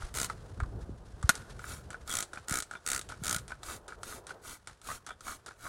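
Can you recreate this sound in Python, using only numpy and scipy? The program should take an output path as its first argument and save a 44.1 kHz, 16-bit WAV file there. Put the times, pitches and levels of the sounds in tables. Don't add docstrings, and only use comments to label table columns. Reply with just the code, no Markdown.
import sys
import numpy as np
from scipy import signal
from scipy.fft import rfft, irfft, next_fast_len
from scipy.io import wavfile
from scipy.ndimage import map_coordinates

SR = 44100
rng = np.random.default_rng(int(sys.argv[2]) if len(sys.argv) > 2 else 0)


def master_out(mix):
    frames = np.transpose(np.atleast_2d(mix))
    ceiling = np.clip(frames, -1, 1)
    pcm = np.round(ceiling * 32767).astype(np.int16)
    wavfile.write(sys.argv[1], SR, pcm)


N = 250488

# start_s, level_db, nominal pitch_hz (it sags), swell_s
BUMPS = [(0.027, -31.5, 71.3, 0.015), (0.622, -22, 84, 0.0069), (0.893, -29.5, 208, 0.0021),
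         (1.134, -39, 90, 0.0084), (1.238, -21.5, 117, 0.0094), (2.513, -28, 151, 0.0035),
         (3.216, -34.5, 180, 0.007), (3.36, -34, 150, 0.0038)]
# time_s, level_db before RUMBLE_DB
RUMBLE_LEVEL = [(0.0, -52.5), (0.7, -43), (1.06, -52.5), (1.3, -54), (1.75, -50), (2.26, -62),
                (2.88, -62.5), (3.15, -51), (3.8, -59.5), (4.9, -67), (5.06, -62), (5.68, -67)]
# time_s, level_db before SLIDE_DB
SLIDE_LEVEL = [(0.0, -58), (0.55, -58.5), (0.79, -55), (1.06, -60), (1.75, -56.5), (2.59, -63), (3.57, -61),
               (3.72, -55.5), (4.27, -56), (4.38, -55), (4.52, -77), (4.75, -76), (4.89, -70.5),
               (5.68, -66.5)]
# time_s, level_db before RUSTLE_DB
RUSTLE_LEVEL = [(0.35, -60.5), (0.85, -66.5), (1.57, -58.5), (1.83, -63), (3.36, -62), (3.79, -69),
                (5.68, -68)]
# centre_s, level_db, half_length_s
SOFT_SWELLS = [(0.033, -53, 0.062), (0.296, -55, 0.036), (0.822, -62.5, 0.02), (1.35, -57, 0.08),
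               (1.511, -57, 0.02)]

# start_s, knock_db, tick_db over knock, nominal pitch_hz, thunk_db over knock
KNOCKS = [(0.0222, -32, -33, 1450, -14), (0.2994, -23.5, -17, 1216, -7.5), (0.602, -25, -19.5, 1410, -7),
          (0.634, -30.5, -20, 1170, -9), (1.2279, -28.5, -9, 1380, -9.5), (1.354, -41, 9.5, 1270, -14),
          (1.3762, -41, -4, 1440, -14)]
# start_s, knock_db
TAKE_UPS = [(2.0764, -36), (3.632, -35), (4.0321, -32.5), (4.816, -46), (5.2076, -41.5)]
# start_s, length_s, first knock_db
CREAKS = [(3.6835, .04, -32), (4.125, .006, -32.5), (4.888, .033, -24), (5.2675, .06, -30),
          (5.6537, .02, -30)]
# start_s, tick_db, first_knock_db, travel_s,
# seating_knock_db, draw_db (liquid heard through the pump body)
RELEASES = [(1.5928, -45.5, -31.5, 0.049, -30, -64), (1.9046, -37, -31, 0.039, -29.5, -58),
            (2.3326, -39, -31.5, 0.041, -26, -53), (2.7112, -39.5, -29, 0.041, -25.5, -56),
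            (3.0895, -37.5, -39, 0.032, -29, -51), (3.48, -37.5, -41, .0395, -26, -54),
            (3.8808, -39.5, -35.5, 0.042, -32, -54), (4.2687, -37, -43, 0.037, -30, -52),
            (4.673, -34.5, -30.5, 0.024, -37, -55), (5.0648, -35, -37, 0.041, -24.5, -54.5),
            (5.462, -36, -41, 0.048, -35, -53.5)]
# start_s, length_s, first_gap_s, longest_gap_s, relative strength_db,
# strongest_at (share 0-1 of the length), end_stop_tick_db
JUDDERS = [(.1410, .11, .0087, .0151, 0, .7, -46), (2.0943, .117, .0087, .018, .8, .72, -24.5),
           (2.4832, .126, .0121, .0157, -.5, .5, -27.5), (2.8634, .135, .0111, .0152, .5, .36, -33),
           (3.2366, .133, .0085, .0175, 1.5, .62, -32)]
# fullest_flow_s, mist_db, relative pump_body_db, half_length_s, squareness of the swell
PULLS = [(0.206, -40.5, -48.5, .062, 10), (1.713, -46, -46.5, 0.064, 1.64),
         (2.156, -43.5, -43.5, 0.077, 4.5), (2.55, -42.5, -39, 0.054, 3.2), (2.932, -43, -41.5, .055, 2.4),
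         (3.312, -43.5, -40.5, 0.07, 2.6), (3.708, -45, -49.5, .065, 3.8), (4.113, -46, -52, 0.066, 2.6),
         (4.501, -46.5, -52, 0.061, 3.2), (4.911, -45, -50, 0.06, 3.2), (5.3, -45, -52, 0.057, 2.7),
         (5.675, -48, -44, 0.061, 1.9)]
# start_s, ring_db, crack_db, brightness_hz
SNAPS = [(1.2922, -16.5, -13, 12050), (1.2978, -19, -25, 2260)]
# pitch_hz, relative level_db, t60_s (capped in snap())
SNAP_MODES = [(661, -9.5, 0.031), (1150, -19, 0.019), (1448, 6, 0.031), (1616, -11.5, 0.041),
              (2065, -29, .025), (2420, -21, .025), (3710, -26.5, .03), (4300, -13, .03),
              (4520, -16, 0.048), (6870, -9.5, .03), (7930, -22, .03), (9000, -7.5, 0.038),
              (11900, -22, .025)]
# centre_s, mean pitch_hz, level_db, half_length_s
WHISTLES = [(2.118, 3290, -39, 0.019), (2.769, 3520, -57.5, 0.013), (5.108, 3400, -53, 0.026)]

# frequency_hz, level_db per Hz
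RUMBLE_SPECTRUM = [(12, -30), (25, -9), (40, -2), (65, 0), (110, -3), (170, -10), (250, -17), (500, -24),
                   (1500, -50), (4000, -85)]
SLIDE_SPECTRUM = [(100, -14.5), (270, -8.5), (380, 3), (520, 0), (750, -3.5), (1100, -9), (1500, -12),
                  (2200, -32), (5000, -41.5)]
RUSTLE_SPECTRUM = [(200, 3), (1000, 6), (1500, 8.5), (2300, -1.5), (4000, -0.5), (6000, -2.5),
                   (10000, -5.5), (12500, -20.5), (16000, -37.5)]
CLACK_SPECTRUM = [(100, -4), (400, -10.5), (1000, -1.5), (2100, 0.5), (2700, -4), (3700, 6.5), (5200, 2),
                  (6500, 4.5), (8000, 7), (10000, 1.5), (11500, -12), (15500, -28.5)]
THUNK_SPECTRUM = [(100, 0), (400, -5), (800, 1), (1050, 0.5), (1500, 10), (2000, -5.5), (2800, -15.5),
                  (4500, -22.5), (12000, -49)]
SPIT_SPECTRUM = [(100, 0), (400, 2), (1000, -12.5), (2000, 2.5), (2700, -6.5), (3700, 1), (5200, -3),
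                 (6500, 4.5), (8000, 3.5), (9800, 2), (11500, -6.5), (15500, -15)]
MIST_SPECTRUM = [(150, 1.5), (500, -2.5), (1000, -2), (2200, -5.5), (2700, -8.5), (4000, -4.5), (5000, -8),
                 (6500, -3.5), (8000, -4.5), (10000, -4), (11500, -9), (15500, -18)]
CRACK_SPECTRUM = [(150, 3.5), (400, -8.5), (700, -6.5), (1500, 8), (2600, -1.5), (4000, -2), (5500, -3.5),
                  (6400, 1.5), (9400, -3), (11500, -5), (13500, -15.5), (16000, -34)]
AIR_SPECTRUM = [(20, -9), (50, 9), (100, -3), (200, -3), (320, -7), (520, -1), (750, -3), (1400, -5),
                (2000, -18), (5000, -25), (11000, -26), (13000, -38), (16000, -50)]

# pitch_hz, width_hz, relative level_db
BODY_MODES = [(724, 180, -11), (1260, 55, 2.5), (1427, 62, 6), (1687, 71, -9), (1750, 200, -19),
              (2290, 66, -7)]
# frequency_hz, t60_s
HALL_DECAY = [(100, 0.28), (1500, 0.76), (5000, 0.17), (14000, 0.52)]

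TIME = np.arange(N) / SR
HIT = TIME[:SR // 8]
TOP_HZ = 16050
RUMBLE_DB, SLIDE_DB, RUSTLE_DB, AIR_DB = 2, -1, -1.5, -70.5

KNOCK_HZ = 1450
PITCH_SCATTER = 0.027
THUNK_DB = -11.5
TAKE_UP_TICK_DB = 1.5
CREAK_GAP_S, CREAK_FADE_DB_PER_S, CREAK_TICK_DB, CREAK_HZ = .0135, 70, -16, 1220
STOP_GAP_S, STOP_KNOCK_DB = .021, -6.5
LET_GO_HZ = 1482
VALVE_S, VALVE_DB, VALVE_TICK_DB, VALVE_HZ = .025, -7.5, -14.5, 1440
SEAT_TICK_DB, SEAT_THUNK_DB, SEAT_HZ = -26, -9.5, 1495

SHUDDER_DB = -11
CRACK_ATTACK_S = 0.00043
DRAW_S, DRAW_SAG, DRAW_FADE_S = 0.061, 0.36, 0.035


def amp(db):
    return 10 ** (np.asarray(db) / 20)


def unit(x):
    return x / np.sqrt(np.mean(x ** 2) + 1e-20)


def along(points, hz):
    f, v = np.transpose(points)
    return np.interp(np.log(hz + 1), np.log(f + 1), v)


def level(points):
    return amp(np.interp(TIME, *np.transpose(points)))


def add(track, s, sound):
    part = track[max(round(s * SR), 0):][:len(sound)]
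    part += sound[:len(part)]


def filtered(x, response):
    m = 2 * next_fast_len(len(x) // 2 + SR // 8)
    h = response(np.fft.rfftfreq(m, 1 / SR))
    gain = np.sqrt(np.mean(np.abs(h) ** 2))
    return irfft(rfft(x, m) * h / gain, m)[:len(x)]


def colour(points):
    def response(hz):
        cepstrum = irfft(np.log(amp(along(points, hz))))
        half = len(cepstrum) // 2
        folded = np.r_[cepstrum[0], 2 * cepstrum[1:half]]
        return np.exp(rfft(folded, len(cepstrum)))
    return response


def body(hz):
    modes = 0
    for k, (centre, width, db) in enumerate(BODY_MODES):
        resonance = 1j * hz * width / (centre * centre - hz * hz + 1j * hz * width)
        modes = modes + (-1) ** k * amp(db) * resonance
    return modes / (1 + 1j * hz / 3000)


def wobble(rate):
    knots = rng.standard_normal(int(N * rate / SR) + 4)
    return map_coordinates(knots, [TIME * rate])


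def grainy(response, rate, depth_db):
    clumped = rng.standard_normal(N) * amp(depth_db * wobble(rate))
    return unit(filtered(clumped, response))


def burst(t60, tail_db, tail_t60):
    crack = amp(-60 * HIT / t60)
    scatter = amp(tail_db - 60 * HIT / tail_t60)
    return rng.standard_normal(len(HIT)) * (crack + scatter)


def blow(scatter_db, t60):
    push = amp(scatter_db - 60 * HIT / t60) * rng.standard_normal(len(HIT))
    push[0] += np.sqrt(SR / 500)
    return push


def rumble():
    lumps = grainy(colour(RUMBLE_SPECTRUM), rate=22, depth_db=2.5)
    return amp(RUMBLE_DB) * level(RUMBLE_LEVEL) * lumps


def sliding_sleeve():
    friction = grainy(colour(SLIDE_SPECTRUM), rate=34, depth_db=2.5)
    return amp(SLIDE_DB) * level(SLIDE_LEVEL) * friction


def still_air():
    return amp(AIR_DB) * unit(filtered(rng.standard_normal(N), colour(AIR_SPECTRUM)))


def rustle_and_swells():
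    swells = sum(amp(db) * np.exp(-((TIME - s) / half) ** 4) for s, db, half in SOFT_SWELLS)
    gain = amp(RUSTLE_DB) * level(RUSTLE_LEVEL) + swells
    return gain * grainy(colour(RUSTLE_SPECTRUM), rate=130, depth_db=2.5)


def handling_bumps():
    bumps = np.zeros(N)
    for s, db, hz, swell in BUMPS:
        u = HIT / swell
        envelope = (u * np.exp(1 - u)) ** 2
        pitch = hz * (0.3 + 0.96 * np.exp(-HIT / 0.012))
        add(bumps, s, amp(db) * envelope * np.sin(2 * np.pi * np.cumsum(pitch) / SR))
    return bumps


def slip_times(length, first, longest):
    gaps = np.minimum(first + .0015 * np.arange(16), longest)
    slips = np.r_[0, np.cumsum(gaps)]
    return slips[slips < length]


def contacts():
    rows = list(KNOCKS)
    for s, db in TAKE_UPS:
        rows.append((s, db, TAKE_UP_TICK_DB, KNOCK_HZ, THUNK_DB))
    for s, length, db in CREAKS:
        for t in np.arange(0, length, CREAK_GAP_S):
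            rows.append((s + t, db - CREAK_FADE_DB_PER_S * t, CREAK_TICK_DB, CREAK_HZ, THUNK_DB))
    for s, length, first, longest, _, _, tick_db in JUDDERS:
        stop = s + slip_times(length, first, longest)[-1] + STOP_GAP_S
        rows.append((stop, tick_db + STOP_KNOCK_DB, -STOP_KNOCK_DB, KNOCK_HZ, THUNK_DB))
    for s, tick_db, first_db, travel, seat_db, _ in RELEASES:
        rows += [(s, first_db, tick_db - first_db, LET_GO_HZ, THUNK_DB),
                 (s + VALVE_S, seat_db + VALVE_DB, VALVE_TICK_DB, VALVE_HZ, THUNK_DB),
                 (s + travel, seat_db, SEAT_TICK_DB, SEAT_HZ, SEAT_THUNK_DB)]
    return rows


def trigger():
    ticks, knocks = np.zeros(N), np.zeros(N)
    housing = colour(THUNK_SPECTRUM)
    for s, db, tick_db, pitch, thunk_db in contacts():
        scattered = pitch / KNOCK_HZ * (1 + PITCH_SCATTER * rng.standard_normal())
        stretch = np.clip(scattered, .8, 1.25) ** .8
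        add(ticks, s, amp(db + tick_db - 4.0) * burst(t60=0.0063, tail_db=-8, tail_t60=0.08))
        push = amp(db - 8.0) * blow(scatter_db=-11.5, t60=0.075)
        add(knocks, s, filtered(push, lambda hz: body(hz / stretch)))
        thunk = filtered(burst(t60=0.013, tail_db=-10, tail_t60=0.081), housing)
        add(knocks, s, amp(db + thunk_db) * thunk)
    return filtered(ticks, colour(CLACK_SPECTRUM)) + knocks


def spit():
    return (1 - np.exp(-HIT / .0005)) * burst(t60=.013, tail_db=-15, tail_t60=.042)


def judder():
    spits, knocks = np.zeros(N), np.zeros(N)
    for s, length, first, longest, db, strongest, _ in JUDDERS:
        shape = spit()
        for t in slip_times(length, first, longest):
            force = amp(db - 20.4 * (t / length - strongest) ** 2 + rng.normal(0, 0.27))
            add(spits, s + t, force * amp(-23.0) * (shape + spit()) / np.sqrt(2))
            add(knocks, s + t, force * amp(-35.5) * blow(scatter_db=-9, t60=0.028))
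    return filtered(spits, colour(SPIT_SPECTRUM)) + filtered(knocks, body)


def cabin(x, echo_db, sway_s, count=7):
    out = x.copy()
    for delay in rng.uniform(.0008, .006, count):
        lag = np.round(SR * (delay + sway_s * wobble(2))).astype(int)
        out += amp(echo_db) * x[np.clip(np.arange(N) - lag, 0, N - 1)]
    return out / np.sqrt(1 + count * amp(echo_db) ** 2)


def mist():
    spray, pump = np.zeros(N), np.zeros(N)
    for s, db, body_db, half, square in PULLS:
        u = np.abs(TIME - s) / half
        jet = np.exp(-u ** square)
        droplets = amp(-30.0) * np.exp(-(u / 0.67) ** 2)
        spray += amp(db) * (jet + droplets)
        pump += amp(body_db - 1.5) * (jet + droplets)
    hiss = spray * grainy(colour(MIST_SPECTRUM), rate=900, depth_db=3.0)
    hiss = cabin(hiss, echo_db=-12.0, sway_s=.0001)
    shudder = amp(SHUDDER_DB) * unit(filtered(rng.standard_normal(N), colour(RUMBLE_SPECTRUM)))
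    return hiss + pump * (grainy(body, rate=200, depth_db=5.0) + shudder)


def snap():
    rings, cracks = np.zeros(N), np.zeros(N)
    hz, db, t60 = np.transpose(SNAP_MODES)[:, :, None]
    t60 = np.minimum(t60, .045)
    for s, ring_db, crack_db, bright_hz in SNAPS:
        modes = amp(db - 60 * HIT / t60) * np.sin(2 * np.pi * hz * HIT)
        modes = modes / (1 + (hz / bright_hz) ** 2)
        add(rings, s, amp(ring_db) * modes.sum(0) * (1 - np.exp(-HIT / 0.00048)))
        attack = 1 - np.exp(-HIT / CRACK_ATTACK_S)
        add(cracks, s, amp(crack_db) * attack * burst(t60=.018, tail_db=-8.5, tail_t60=0.063))
    return rings + filtered(cracks, colour(CRACK_SPECTRUM))


def refill():
    draw = np.zeros(N)
    for s, *_, db in RELEASES:
        draw += amp(db) * np.interp(TIME - s, [0, .003, DRAW_S, DRAW_S + DRAW_FADE_S],
                                    [0, 1, DRAW_SAG, 0])
    hollow = grainy(body, rate=120, depth_db=12.0)
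    scrape = amp(2.5) * grainy(colour(RUSTLE_SPECTRUM), rate=220, depth_db=4.5)
    return draw * (hollow + scrape)


def whistle():
    out = np.zeros(N)
    for s, hz, db, half in WHISTLES:
        phase = 2 * np.pi * np.cumsum(hz * (1 + 0.04 * wobble(500))) / SR
        out += amp(db) * np.exp(-((TIME - s) / half) ** 2) * np.sin(phase)
    return out


def hall(x):
    hz, t, z = signal.stft(rng.standard_normal(SR), SR, nperseg=256)
    decay = amp(-60 * t / along(HALL_DECAY, hz)[:, None])
    tail = signal.istft(z * decay, SR, nperseg=256)[1]
    return signal.fftconvolve(x, tail / np.linalg.norm(tail))[:N]


def scene():
    sprayer = mist() + judder() + trigger() + refill() + whistle() + snap()
    close_noises = handling_bumps() + rumble() + sliding_sleeve() + rustle_and_swells()
    mono = sprayer + amp(-24.0) * hall(sprayer) + close_noises + still_air()
    return np.array([mono, mono])


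def record(dry):
    m = next_fast_len(N + SR // 4)
    lowpass = np.clip((TOP_HZ - np.fft.rfftfreq(m, 1 / SR)) / 400 + .5, 0, 1)
    return irfft(rfft(dry, m) * lowpass, m)[:, :N]


dry = scene()
out = record(dry)
master_out(out)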